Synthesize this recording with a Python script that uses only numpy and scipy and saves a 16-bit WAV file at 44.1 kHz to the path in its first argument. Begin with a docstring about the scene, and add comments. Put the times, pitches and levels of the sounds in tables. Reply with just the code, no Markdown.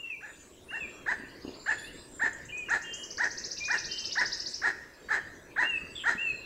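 """A toucanet croaks a steady series of short notes in a forest: a rising voiced yelp, built from partials,
that breaks into a rasp of uneven slaps sent through throat resonances. Around it a small bird trills fast
upward sweeps, with a second trill farther off; thrushes whistle near-sines, amid smeared hoarse notes and
thin high calls from far off. Knocks, ticks and buzzes of noise dot the scene; the trees return a soft echo
over a low wash of wind and water that fades in, leaves and steady hiss, heard by a narrow microphone pair."""
import sys
import numpy as np
from scipy import signal
from scipy.fft import rfft, irfft
from scipy.io import wavfile
from scipy.ndimage import uniform_filter1d

SR = 44100
rng = np.random.default_rng(int(sys.argv[2]) if len(sys.argv) > 2 else 0)


def digitize_waveform(pressure):
    """Quantize a signal to 16-bit integers and store it at the path in sys.argv[1].

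    Rows of a 2-D input are taken as channels; values are limited to [-1, 1].
    """
    field = np.atleast_2d(pressure).T
    bounded = np.clip(field, -1, 1)
    quanta = np.round(bounded * 32767).astype(np.int16)
    wavfile.write(sys.argv[1], SR, quanta)


N = 284445


def gain_of(db):
    """Amplitude factor of a level in dB."""
    return 10 ** (np.asarray(db) / 20)


def evened(x):
    """Scale to an rms of 1."""
    return x / np.sqrt(np.mean(x ** 2) + 1e-20)


def read(points, hz):
    """Read a curve of (f/Hz, value) points along a logarithmic frequency axis."""
    f, value = np.transpose(points)
    return np.interp(np.log(hz + 1), np.log(f + 1), value)


def add(mix, s, sound):
    """Lay a sound into the mix at s seconds, cut off at either end."""
    at = round(s * SR)
    heard = sound[max(-at, 0):]
    part = mix[max(at, 0):][:len(heard)]
    part += heard[:len(part)]


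def resonate(x, hz, width):
    """A resonance of gain 1, applied twice for steep skirts."""
    pole = np.exp((2j * np.pi * hz - np.pi * width) / SR)
    once = signal.lfilter([1 - abs(pole)], [1, -pole], x)
    return 2 * signal.lfilter([1 - abs(pole)], [1, -pole], once).real


def wander(count, span_s):
    """Smooth chance of rms 1: white noise averaged twice over a short span."""
    span = max(round(span_s * SR), 1)
    rough = rng.standard_normal(count + 2 * span)
    return evened(uniform_filter1d(uniform_filter1d(rough, span), span))[span:-span]


def noise(spectrum, patchy_db):
    """Two unrelated noises with one spectrum and shared drifting patches, together of rms 1."""
    frames, hz = N // 256 + 5, np.fft.rfftfreq(1024, 1 / SR)
    a, b, c, d, patches = rng.standard_normal((frames, 513, 5)).T
    patches = evened(uniform_filter1d(uniform_filter1d(patches, 10, 0), 14, 1))
    level_db = read(spectrum, hz)[:, None] + patchy_db * patches
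    z = np.array([a + 1j * b, c + 1j * d]) * gain_of(level_db)
    return evened(signal.istft(z, nperseg=1024, noverlap=768)[1][:, :N])


# low wash of wind and water, spectrum: (f/Hz, relative level per Hz/dB)
WASH_SPECTRUM = [(12, -29), (20, 5), (48, -3), (243, -5.5), (327, 0), (635, -7.5), (797, -18), (917, -11.5),
                 (1300, -23), (1690, -31.5), (2860, -120)]
# how the scene fades in: (t/s, wash level/dB)
WASH_FADE_IN = [(0, -59), (.5, -58.5), (.8, -52), (1.6, -52), (2.9, -53.5), (5.5, -53), (6.45, -52.5)]
# leaves, spectrum: (f/Hz, relative level per Hz/dB)
LEAVES_SPECTRUM = [(600, -56), (900, -9.5), (1300, -3.5), (2200, -3), (4000, -11), (6000, -13.5),
                   (7800, -14), (8800, -30.5), (10000, -53)]
# steady hiss, spectrum: (f/Hz, relative level per Hz/dB)
HISS_SPECTRUM = [(1000, -48), (3000, -9.5), (8000, -3), (10000, -4), (15000, -6.5), (16500, -5)]
LEAVES_DB, HISS_DB = -60, -69.5


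def background():
    """Shaped noise: a wash that fades in, then stays nearly level; patchy leaves fading in less; even hiss."""
    fade_in = gain_of(np.interp(np.arange(N) / SR, *np.transpose(WASH_FADE_IN)))
    wash = fade_in * noise(WASH_SPECTRUM, patchy_db=2.0)
    leaf_fade_in = (fade_in / fade_in.mean()) ** 0.53
    leaves = gain_of(LEAVES_DB) * leaf_fade_in * noise(LEAVES_SPECTRUM, patchy_db=5.5)
    hiss = gain_of(HISS_DB) * noise(HISS_SPECTRUM, patchy_db=0)
    return wash + leaves + hiss


# the thrush's motifs by name: (t/s from the start, f/Hz, level/dB), before the factors of the song
THRUSH_MOTIFS = { "stepped fall": [(0, 2560, -18), (.03, 2820, -5), (.05, 2870, -12), (.07, 2697, -0.8),
                 (.1, 2740, 0), (.113, 2780, -15), (.13, 2666, -0.1), (.18, 2340, -3.5), (.2, 2290, -18)],
                 "low arch": [(0, 2370, -2), (.01, 2400, -1.5), (.07, 2502, 0.2), (.12, 2420, -2),
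                 (.137, 2360, -9.5)], "short fall": [(0, 2960, 0), (.012, 2850, .3), (.032, 2740, -4),
                 (.055, 2490, -2)], "upper voice": [(0, 3150, -9), (.03, 3150, -3.5), (.09, 3106, 1),
                 (.115, 3193, -6.5), (.17, 3130, -3.5), (.2, 3120, -12)],
                 "lower voice, rising": [(0, 2810, -12), (.01, 2822, -3), (.032, 2910, 1), (.05, 2840, -2),
                 (.13, 2864, 0), (.16, 3000, -7), (.23, 2974, 1.5), (.245, 3050, -20)],
                 "lower voice, arched": [(0, 2784, -5), (.08, 2955, -2), (.11, 2920, -0.5), (.13, 2805, -6),
                 (.184, 2776, -2), (.195, 2820, 0)], "high arch": [(0, 2470, -10.5), (.022, 2710, -2),
                 (.06, 2817, -1), (.105, 2685, 0.7), (.16, 2560, 0), (.172, 2500, -4)],
                 "faint slide": [(0, 3370, 7), (.04, 3290, -9), (.23, 3160, -7), (.27, 3020, 2)]}


def whistle(motif, db, pitch_factor, length_factor, waver, flutter_db):
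    """A near sine with rounded glides, a slight waver of pitch and flutter of level."""
    s, hz, shape_db = np.transpose(THRUSH_MOTIFS[motif])
    t = np.arange(0, s[-1], 1 / SR / length_factor)
    glide = uniform_filter1d(np.interp(t, s, hz), size=500)
    pitch = pitch_factor * glide * (1 + waver * wander(len(t), 0.0024))
    level_db = db + np.interp(t, s, shape_db) + flutter_db * wander(len(t), .0046)
    level = gain_of(level_db) * signal.windows.tukey(len(t), .17)
    return np.sqrt(2) * level * np.sin(2 * np.pi * np.cumsum(pitch) / SR)


# thrush song: (t/s, motif, level/dB, pitch factor, length factor)
THRUSH_SONG = [ (-.025, "stepped fall", -37.5, .995, 0.98), (0.679, "stepped fall", -37.5, 1.003, 1),
               (.79, "faint slide", -58, 1.04, 1), (2.518, "low arch", -37, 1.007, 0.96),
               (2.657, "short fall", -47.5, 0.99, 1.2), (2.825, "lower voice, rising", -46.5, 0.98, 0.97),
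               (2.835, "upper voice", -46.5, 1.01, 1.19), (3.6, "low arch", -37, 0.99, 1.02),
               (3.742, "short fall", -46.5, .98, 1.05), (3.879, "lower voice, arched", -45.5, 0.97, 1.04),
               (3.88, "upper voice", -44, 0.98, 0.99), (5.625, "high arch", -34, 1.006, 0.96),
               (6.17, "high arch", -32.5, .99, .96)]


def thrush_song():
    """Motifs whistled in turn, sometimes two voices at once."""
    thrush = np.zeros(N)
    for s, *row in THRUSH_SONG:
        add(thrush, s, whistle(*row, waver=.0015, flutter_db=1.2))
    return thrush


# how long the trees ring: (f/Hz, time to fall by 60 dB/s)
FOREST_T60 = [(500, 0.29), (1800, 0.9), (3000, 0.81), (5500, 0.75), (9000, 0.74)]


def forest(x):
    """Sparse echoes off trunks, each band dying at its own speed; one tail for the middle, one for the side."""
    taps = np.zeros((2, SR))
    at = np.arange(240, SR - 20, 20) + rng.integers(0, 20, (2, (SR - 241) // 20))
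    np.put_along_axis(taps, at, rng.choice([-1., 1.], at.shape), 1)
    hz, t, z = signal.stft(taps, SR, nperseg=256)
    early = 1 + 1.58 * np.exp(-t / 0.028)  # the nearest branches answer strongest
    decay = gain_of(-60 * t / read(FOREST_T60, hz)[:, None])
    tail = signal.istft(z * early * decay, SR, nperseg=256)[1]
    return signal.fftconvolve(x[None], tail / np.linalg.norm(tail[0]), axes=1)[:, :N]


def blurred(s, end, first_hz, last_hz, db, blur_hz):
    """A glide whose tone is smeared by chance over a narrow band."""
    count = round((end - s) * SR)
    tone = np.exp(2j * np.pi * np.cumsum(np.linspace(first_hz, last_hz, count)) / SR)
    smear = 1.27 + wander(count, 0.34 / blur_hz) + 1j * wander(count, 0.41 / blur_hz)
    return gain_of(db) * evened((tone * smear).real) * signal.windows.tukey(count, .7)


FAINT_NOTES, FAINT_LOW_HZ, FAINT_HIGH_HZ = 22, 4210, 8800
FAINT_DB, FAINT_SPREAD_DB = -73.5, 5.5  # the spread raises each note by a random part of it
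FAINT_S, FAINT_BLUR_HZ = .14, 90  # mean length, blur


def faint_notes():
    """Rows for short, slightly falling notes deep in the forest, at random times and pitches."""
    when, pitch, length, level = rng.random((FAINT_NOTES, 4)).T
    starts = when * N / SR
    pitches = FAINT_LOW_HZ + (FAINT_HIGH_HZ - FAINT_LOW_HZ) * pitch
    ends = starts + FAINT_S * (.5 + length)
    levels = FAINT_DB + FAINT_SPREAD_DB * level
    return [(s, end, hz, .98 * hz, db, FAINT_BLUR_HZ)
            for s, end, hz, db in zip(starts, ends, pitches, levels)]


# distant or hoarse notes: (t/s, end t/s, first f/Hz, last f/Hz, level before fades/dB, blur/Hz)
BLURRED_NOTES = [ (.173, 0.5, 7134, 6950, -61.5, 110), (0.256, .42, 8200, 7950, -68, 100),
                 (.326, .497, 4750, 4600, -71, 75), (.374, .5, 6500, 6460, -64, 230),
                 (0.381, 0.605, 7730, 7690, -65.5, 100), (0.599, 0.799, 9360, 9300, -68, 330),
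                 (0.701, 1.053, 7490, 7300, -61, 185), (1.36, 1.6, 6600, 6730, -69.5, 75),
                 (1.458, 1.497, 2890, 2860, -52, 160), (1.535, 1.896, 7310, 7010, -54, 111),
                 (1.656, 1.691, 2780, 3060, -52, 150), (1.688, 1.779, 8200, 8250, -63, 320),
                 (1.694, 1.74, 2880, 2450, -45, 200), (1.77, 1.804, 2620, 2680, -61, 150),
                 (1.775, 1.805, 3500, 3380, -51, 60), (1.808, 1.875, 3330, 3670, -52.5, 50),
                 (1.822, 1.923, 2350, 3080, -51, 50), (1.858, 1.906, 4000, 3900, -61, 120),
                 (1.892, 2.112, 4700, 4980, -63.5, 280), (1.893, 2.052, 3360, 3860, -61, 180),
                 (1.915, 2.035, 7580, 7500, -59, 150), (1.924, 2.264, 8190, 8080, -60.5, 120),
                 (1.946, 2.05, 3980, 4110, -61, 110), (2.058, 2.358, 7450, 7160, -54.5, 160),
                 (2.481, 2.525, 2670, 2990, -47, 185), (2.504, 2.588, 7180, 7800, -61.5, 160),
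                 (2.856, 3.164, 7400, 7200, -60, 150), (3.559, 3.608, 2630, 2790, -51.5, 230),
                 (3.72, 3.797, 7950, 8100, -61, 160), (3.895, 4.125, 8000, 7700, -64.5, 110),
                 (4.079, 4.141, 2970, 2847, -47.5, 215), (4.392, 4.46, 2960, 2940, -63, 65.5),
                 (4.557, 4.618, 2970, 2920, -66, 59.7), (4.927, 4.972, 5060, 5020, -63, 300),
                 (5.017, 5.077, 3800, 3780, -67, 80), (5.17, 5.26, 3230, 3020, -61, 128),
                 (5.636, 5.84, 7870, 7800, -67, 110), (5.684, 5.72, 6770, 6900, -58, 100),
                 (5.754, 6.02, 4650, 4650, -60, 45.3), (5.867, 6.097, 8040, 7260, -57.5, 185),
                 (5.948, 5.99, 3591, 3290, -40, 150), (5.977, 6.04, 3348, 2995, -41.5, 444),
                 (6.061, 6.5, 7300, 7400, -63.5, 150), (6.211, 6.527, 4335, 4030, -55, 75)]


def hoarse_and_distant_notes():
    """Blurred glides: hoarse whistled notes and thin distant calls, with fainter ones deeper in the forest."""
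    smeared = np.zeros(N)
    for row in BLURRED_NOTES + faint_notes():
        add(smeared, row[0], blurred(*row))
    return smeared


# throat and bill resonances: (f/Hz, width of each of two passes/Hz, level/dB)
THROAT_RESONANCES = [(406, 107, -8.5), (877, 425, -7), (1748, 316, 7), (2370, 170, -22), (3252, 155, -27.5),
                     (4115, 330, -24), (5090, 390, -27), (6590, 1700, -29.5), (7780, 280, -28.5),
                     (11900, 5700, -57)]
# how the throat passes the partials of the sung part: (f/Hz, level/dB)
SUNG_RESPONSE = [(450, -25.5), (700, -18), (1000, -13.5), (1250, -10.5), (1500, -4), (1800, 1),
                 (2050, -8.5), (2300, -23), (2900, -38.5), (4000, -28), (6000, -69.5)]
START_HZ, RISE_BEND = 495, 1.3  # every croak rises from here; the pitch climbs slowly at first
# relative to the croak's level: rasp, breath of a clear croak, and what full hoarseness adds to the breath
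RASP_DB, BREATH_DB, HOARSE_BREATH_DB = 10, 9.5, 10


def croak(croak_db, top_hz, rise, voiced, rasp, hoarse):
    """The membranes swing faster up to a top pitch, sag a little, then lose their beat and slap unevenly;
    all passes the throat."""
    t = np.arange(round(.16 * SR)) / SR
    count, climb = len(t), np.clip(t / rise, 0, 1)
    air, jitter, chance = rng.standard_normal(count), wander(count, 0.0022), rng.random(count)
    arch = np.sin(np.pi / 2 * np.minimum(t / rise, 1)) ** RISE_BEND - 14.8 * np.maximum(t - rise, 0)
    hz = (START_HZ + (top_hz - START_HZ) * arch) * (1 + .005 * jitter)
    turns = np.cumsum(hz) / SR
    share = hoarse * climb ** 2  # strong and weak beats alternate near the top
    swing = np.zeros(count)
    for k in range(1, 13):  # partials of half the pitch; the odd ones carry the alternation
        level = (share if k % 2 else 1) * gain_of(read(SUNG_RESPONSE, abs(hz) * k / 2))
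        swing += level * np.cos(np.pi * (k * turns + k * k / 8))
    # a soft start, then full breath
    pressure = np.clip(t / 0.0038, 0, 1) * gain_of(-9 * np.clip((.024 - t) / 0.0099, 0, 1))
    sung = np.clip((voiced - t) / .004, 0, 1)
    # the swing falters before it breaks
    unsteady = 1 + (0.37 + 0.35 * hoarse) * climb ** 3.0 * np.tanh(wander(count, 0.0019))
    beat_hz = 210 * np.clip(1 + .8 * wander(count, .003), .1, 3)
    beats = np.diff(np.floor(np.cumsum(beat_hz) / SR), prepend=0)
    slaps = evened(beats * gain_of(3.1 * chance)) + .5 * air
    breaking = np.clip(1 + (t - voiced) / (0.0076 + 0.021 * hoarse), 0, 1)  # hoarse croaks break up earlier
    fading = gain_of(-7 * np.maximum(t - voiced, 0) / rasp)
    dying = breaking * fading * np.clip((voiced + rasp - t) / 0.024, 0, 1)
    breath_db = BREATH_DB + HOARSE_BREATH_DB * hoarse
    breath = gain_of(breath_db) * air * np.exp(-((t - 0.94 * voiced) / 0.024) ** 2 / 2)
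    rattle = gain_of(RASP_DB) * uniform_filter1d(dying * slaps, size=4)  # soft tissue rounds each slap
    # breath noise forms in the bill, past the low resonances
    passed = sum(gain_of(db) * resonate(rattle + breath * (f > 3000), f, width)
                 for f, width, db in THROAT_RESONANCES)
    return gain_of(croak_db) * (np.sqrt(2) * pressure * sung * unsteady * swing + passed)


# croaks: (t/s, level/dB, the first ones softened by the fade-in, top f/Hz, rise/s, voiced/s, rasp/s,
# hoarseness 0-1)
CROAK_SERIES = [ (.205, -43, 874, 0.045, .062, 0.059, 0.24), (.706, -36.5, 919, 0.051, .065, 0.031, 0.15),
                (1.06, -25.5, 1005, 0.046, .054, 0.037, 0.21), (1.659, -26, 906, 0.043, 0.056, 0.037, 0.26),
                (2.194, -26, 954.5, .046, .062, .047, 0.17), (2.684, -26.5, 952, .05, 0.064, 0.041, 0.84),
                (3.179, -26, 986, 0.05, 0.065, 0.047, 0.37), (3.679, -26.5, 998, .055, 0.07, 0.034, 0.51),
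                (4.153, -25, 1006, .048, .062, 0.048, 0.16),
                (4.616, -26.5, 950.4, 0.046, 0.062, 0.048, 0.84),
                (5.085, -27.5, 901, .036, 0.061, 0.061, 1), (5.56, -24, 1002, 0.052, 0.064, 0.05, 0.28),
                (6.036, -26, 964, 0.051, 0.065, 0.052, 1)]


def toucanet_croaks():
    """The steady series of croaks, each with its own level, pitch and hoarseness."""
    toucanet = np.zeros(N)
    for s, *row in CROAK_SERIES:
        add(toucanet, s, croak(*row))
    return toucanet


# dull knocks close to the microphone: (t/s, level before onset and decay/dB, f/Hz)
NEAR_KNOCKS = [(1.198, -31, 277), (1.216, -40, 320), (1.235, -32, 309), (1.449, -24, 308),
               (1.479, -27, 295), (1.491, -31.5, 358), (2.236, -31.5, 281), (5.835, -33, 222),
               (6.151, -29.5, 222.4)]
# short high buzzes: (t/s, level before fades/dB, f/Hz, width of each of two passes/Hz, length/s)
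HIGH_BUZZES = [(1.78, -58, 9700, 2500, 0.026), (1.808, -60.5, 9600, 2500, 0.088),
               (2.954, -67, 9500, 900, 0.1), (4.166, -69, 9500, 1500, 0.069),
               (4.364, -63, 8100, 1480, 0.034), (4.484, -55, 7560, 1770, 0.045),
               (5.94, -72, 9500, 900, .11)]
# dry twig ticks: (t/s, level before decay/dB)
TWIG_TICKS = [(3.4106, -48), (3.507, -44)]


def small_sounds():
    """Knocks ring as decaying sines; buzzes and ticks are noise through a resonance."""
    out, t = np.zeros(N), np.arange(2000) / SR
    for s, db, hz in NEAR_KNOCKS:  # a hollow ring with a weaker, shorter overtone
        ring = gain_of(db - 60 * t / 0.027) * np.clip(t / 0.0014, 0, 1)
        add(out, s, ring * np.sin(2 * np.pi * hz * t))
        overtone = gain_of(db - 13.5 - 60 * t / 0.017) * np.clip(t / .001, 0, 1)
        add(out, s, overtone * np.sin(2 * np.pi * 2.4 * hz * t))
    for s, db, hz, width, length in HIGH_BUZZES:
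        count = round(length * SR)
        buzz = evened(resonate(rng.standard_normal(count), hz, width))
        add(out, s, gain_of(db) * buzz * signal.windows.tukey(count, .5))
    for s, db in TWIG_TICKS:
        tick = evened(resonate(rng.standard_normal(len(t)), 1800, 2500))
        add(out, s, gain_of(db - 60 * t / 0.0091) * tick)
    return out


TRILL_TOP_HZ = 8250  # no sweep is heard above this
SWEEP_LEAD_S = 25 / 1000  # from the start of a sweep's buffer to its middle


def sweep(db, hz, slope, half_ms, kick_hz):
    """One quick upward glide: a steep kick at the start, a straight run, a thin end."""
    ms = np.arange(-25 * SR // 1000, 25 * SR // 1000) * 1000 / SR
    since = ms + 2.6 * half_ms
    pitch = hz + slope * ms - kick_hz * np.exp(-np.maximum(since, 0) / 1.96)
    inside = np.clip(since / 2.5, 0, 1) * np.clip((TRILL_TOP_HZ - pitch) / 150, 0, 1)
    shape = inside * np.exp(-np.abs(ms / (np.where(ms < 0, 2.3, 1.3) * half_ms)) ** 1.62)
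    shape = shape + inside * 0.073 * (ms > 0) * np.exp(-(ms / (3.5 * half_ms)) ** 4)  # the thin end
    flutter = gain_of(2.53 * wander(len(ms), 0.0024))
    return gain_of(db) * shape * flutter * np.sin(2 * np.pi * np.cumsum(pitch) / SR)


FAR_START_S, FAR_GAP_S, FAR_SWEEPS = 1.296, .062, 10
FAR_PEAK_S, FAR_PEAK_DB, FAR_FADE_DB_PER_S2 = 1.63, -50.5, 60
FAR_HZ, FAR_SINK_HZ_PER_S, FAR_SLOPE_HZ_PER_MS, FAR_HALF_MS = 4750, 605, 70, 5.4


def far_trill_sweeps():
    """A second trill farther off, even in pace and sinking: it swells and fades."""
    far_trill = np.zeros(N)
    for k in range(FAR_SWEEPS):
        s = FAR_START_S + k * FAR_GAP_S
        db = FAR_PEAK_DB - FAR_FADE_DB_PER_S2 * (s - FAR_PEAK_S) ** 2
        hz = FAR_HZ - FAR_SINK_HZ_PER_S * k * FAR_GAP_S
        add(far_trill, s - SWEEP_LEAD_S, sweep(db, hz, FAR_SLOPE_HZ_PER_MS, FAR_HALF_MS, kick_hz=60))
    return far_trill


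# sweeps of the near trill: (t/s at the middle, level/dB)
NEAR_SWEEPS = [ (2.335, -42.5), (2.4588, -46.5), (2.581, -44), (2.703, -39.5), (2.826, -42), (2.9428, -37),
               (3.0394, -37), (3.112, -36.5), (3.18, -36.5), (3.244, -35.5), (3.315, -34), (3.384, -32.5),
               (3.451, -32), (3.518, -33), (3.5864, -32), (3.6525, -33), (3.717, -35), (3.7872, -32),
               (3.8552, -33.5), (3.9222, -33), (3.9899, -33), (4.0566, -31), (4.1278, -31.5),
               (4.1962, -32.5), (4.262, -29.5), (4.3327, -29), (4.4044, -32.5), (4.4714, -31.5),
               (4.5448, -30.5)]
# how they change as the trill goes on: (t/s, middle f/Hz, slope/Hz per ms, length scale/ms)
NEAR_TRILL_COURSE = [(2.33, 7480, 190, 2.4), (2.94, 6800, 167, 5), (3.039, 5740, 159.6, 3.24),
                     (3.45, 5660, 132.6, 5.18), (4.05, 5237, 116.5, 5.8), (4.55, 5360, 111.8, 5.4)]


def near_trill_sweeps():
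    """Fast upward sweeps near by that grow lower, flatter and longer overall."""
    trill = np.zeros(N)
    when, *course = np.transpose(NEAR_TRILL_COURSE)
    for s, db in NEAR_SWEEPS:
        hz, slope, half_ms = (np.interp(s, when, values) for values in course)
        add(trill, s - SWEEP_LEAD_S, sweep(db, hz, slope, half_ms, kick_hz=466))
    return trill


# filter on the side signal of the narrow microphone pair: (f/Hz, level/dB)
SIDE_RESPONSE = [(30, -53), (60, -46), (170, -37), (350, -34), (700, -16), (1200, -15), (1800, -57.5),
                 (2300, -16), (4400, -24), (9000, -17.5), (15000, -27)]


def scene():
    """Mix the birds, their forest echo and the background to left and right."""
    thrush, smeared, toucanet = thrush_song(), hoarse_and_distant_notes(), toucanet_croaks()
    small, far_trill, trill = small_sounds(), far_trill_sweeps(), near_trill_sweeps()
    # each source sends its own share into the trees
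    wet = gain_of(-8.5) * toucanet + gain_of(-0.5) * trill + gain_of(-5.5) * thrush + gain_of(-2) * small
    echo = forest(wet + gain_of(3.0) * far_trill + gain_of(-4.5) * smeared)
    mid, side = echo + background()
    mid = mid + toucanet + trill + thrush + far_trill + smeared + small
    side = side + 0.5 * thrush + 0.96 * trill  # these two sit a little to the left
    side = irfft(rfft(side) * gain_of(read(SIDE_RESPONSE, np.fft.rfftfreq(N, 1 / SR))), N)
    return np.array([mid + side, mid - side])


EDGE_HZ = 15780


def record(dry):
    """The band limit of the recorder: a steep low-pass."""
    low_pass = signal.firwin(1023, EDGE_HZ, window=("kaiser", 9), fs=SR)
    return signal.oaconvolve(dry, low_pass[None], "same")


dry = scene()
out = record(dry)
digitize_waveform(out)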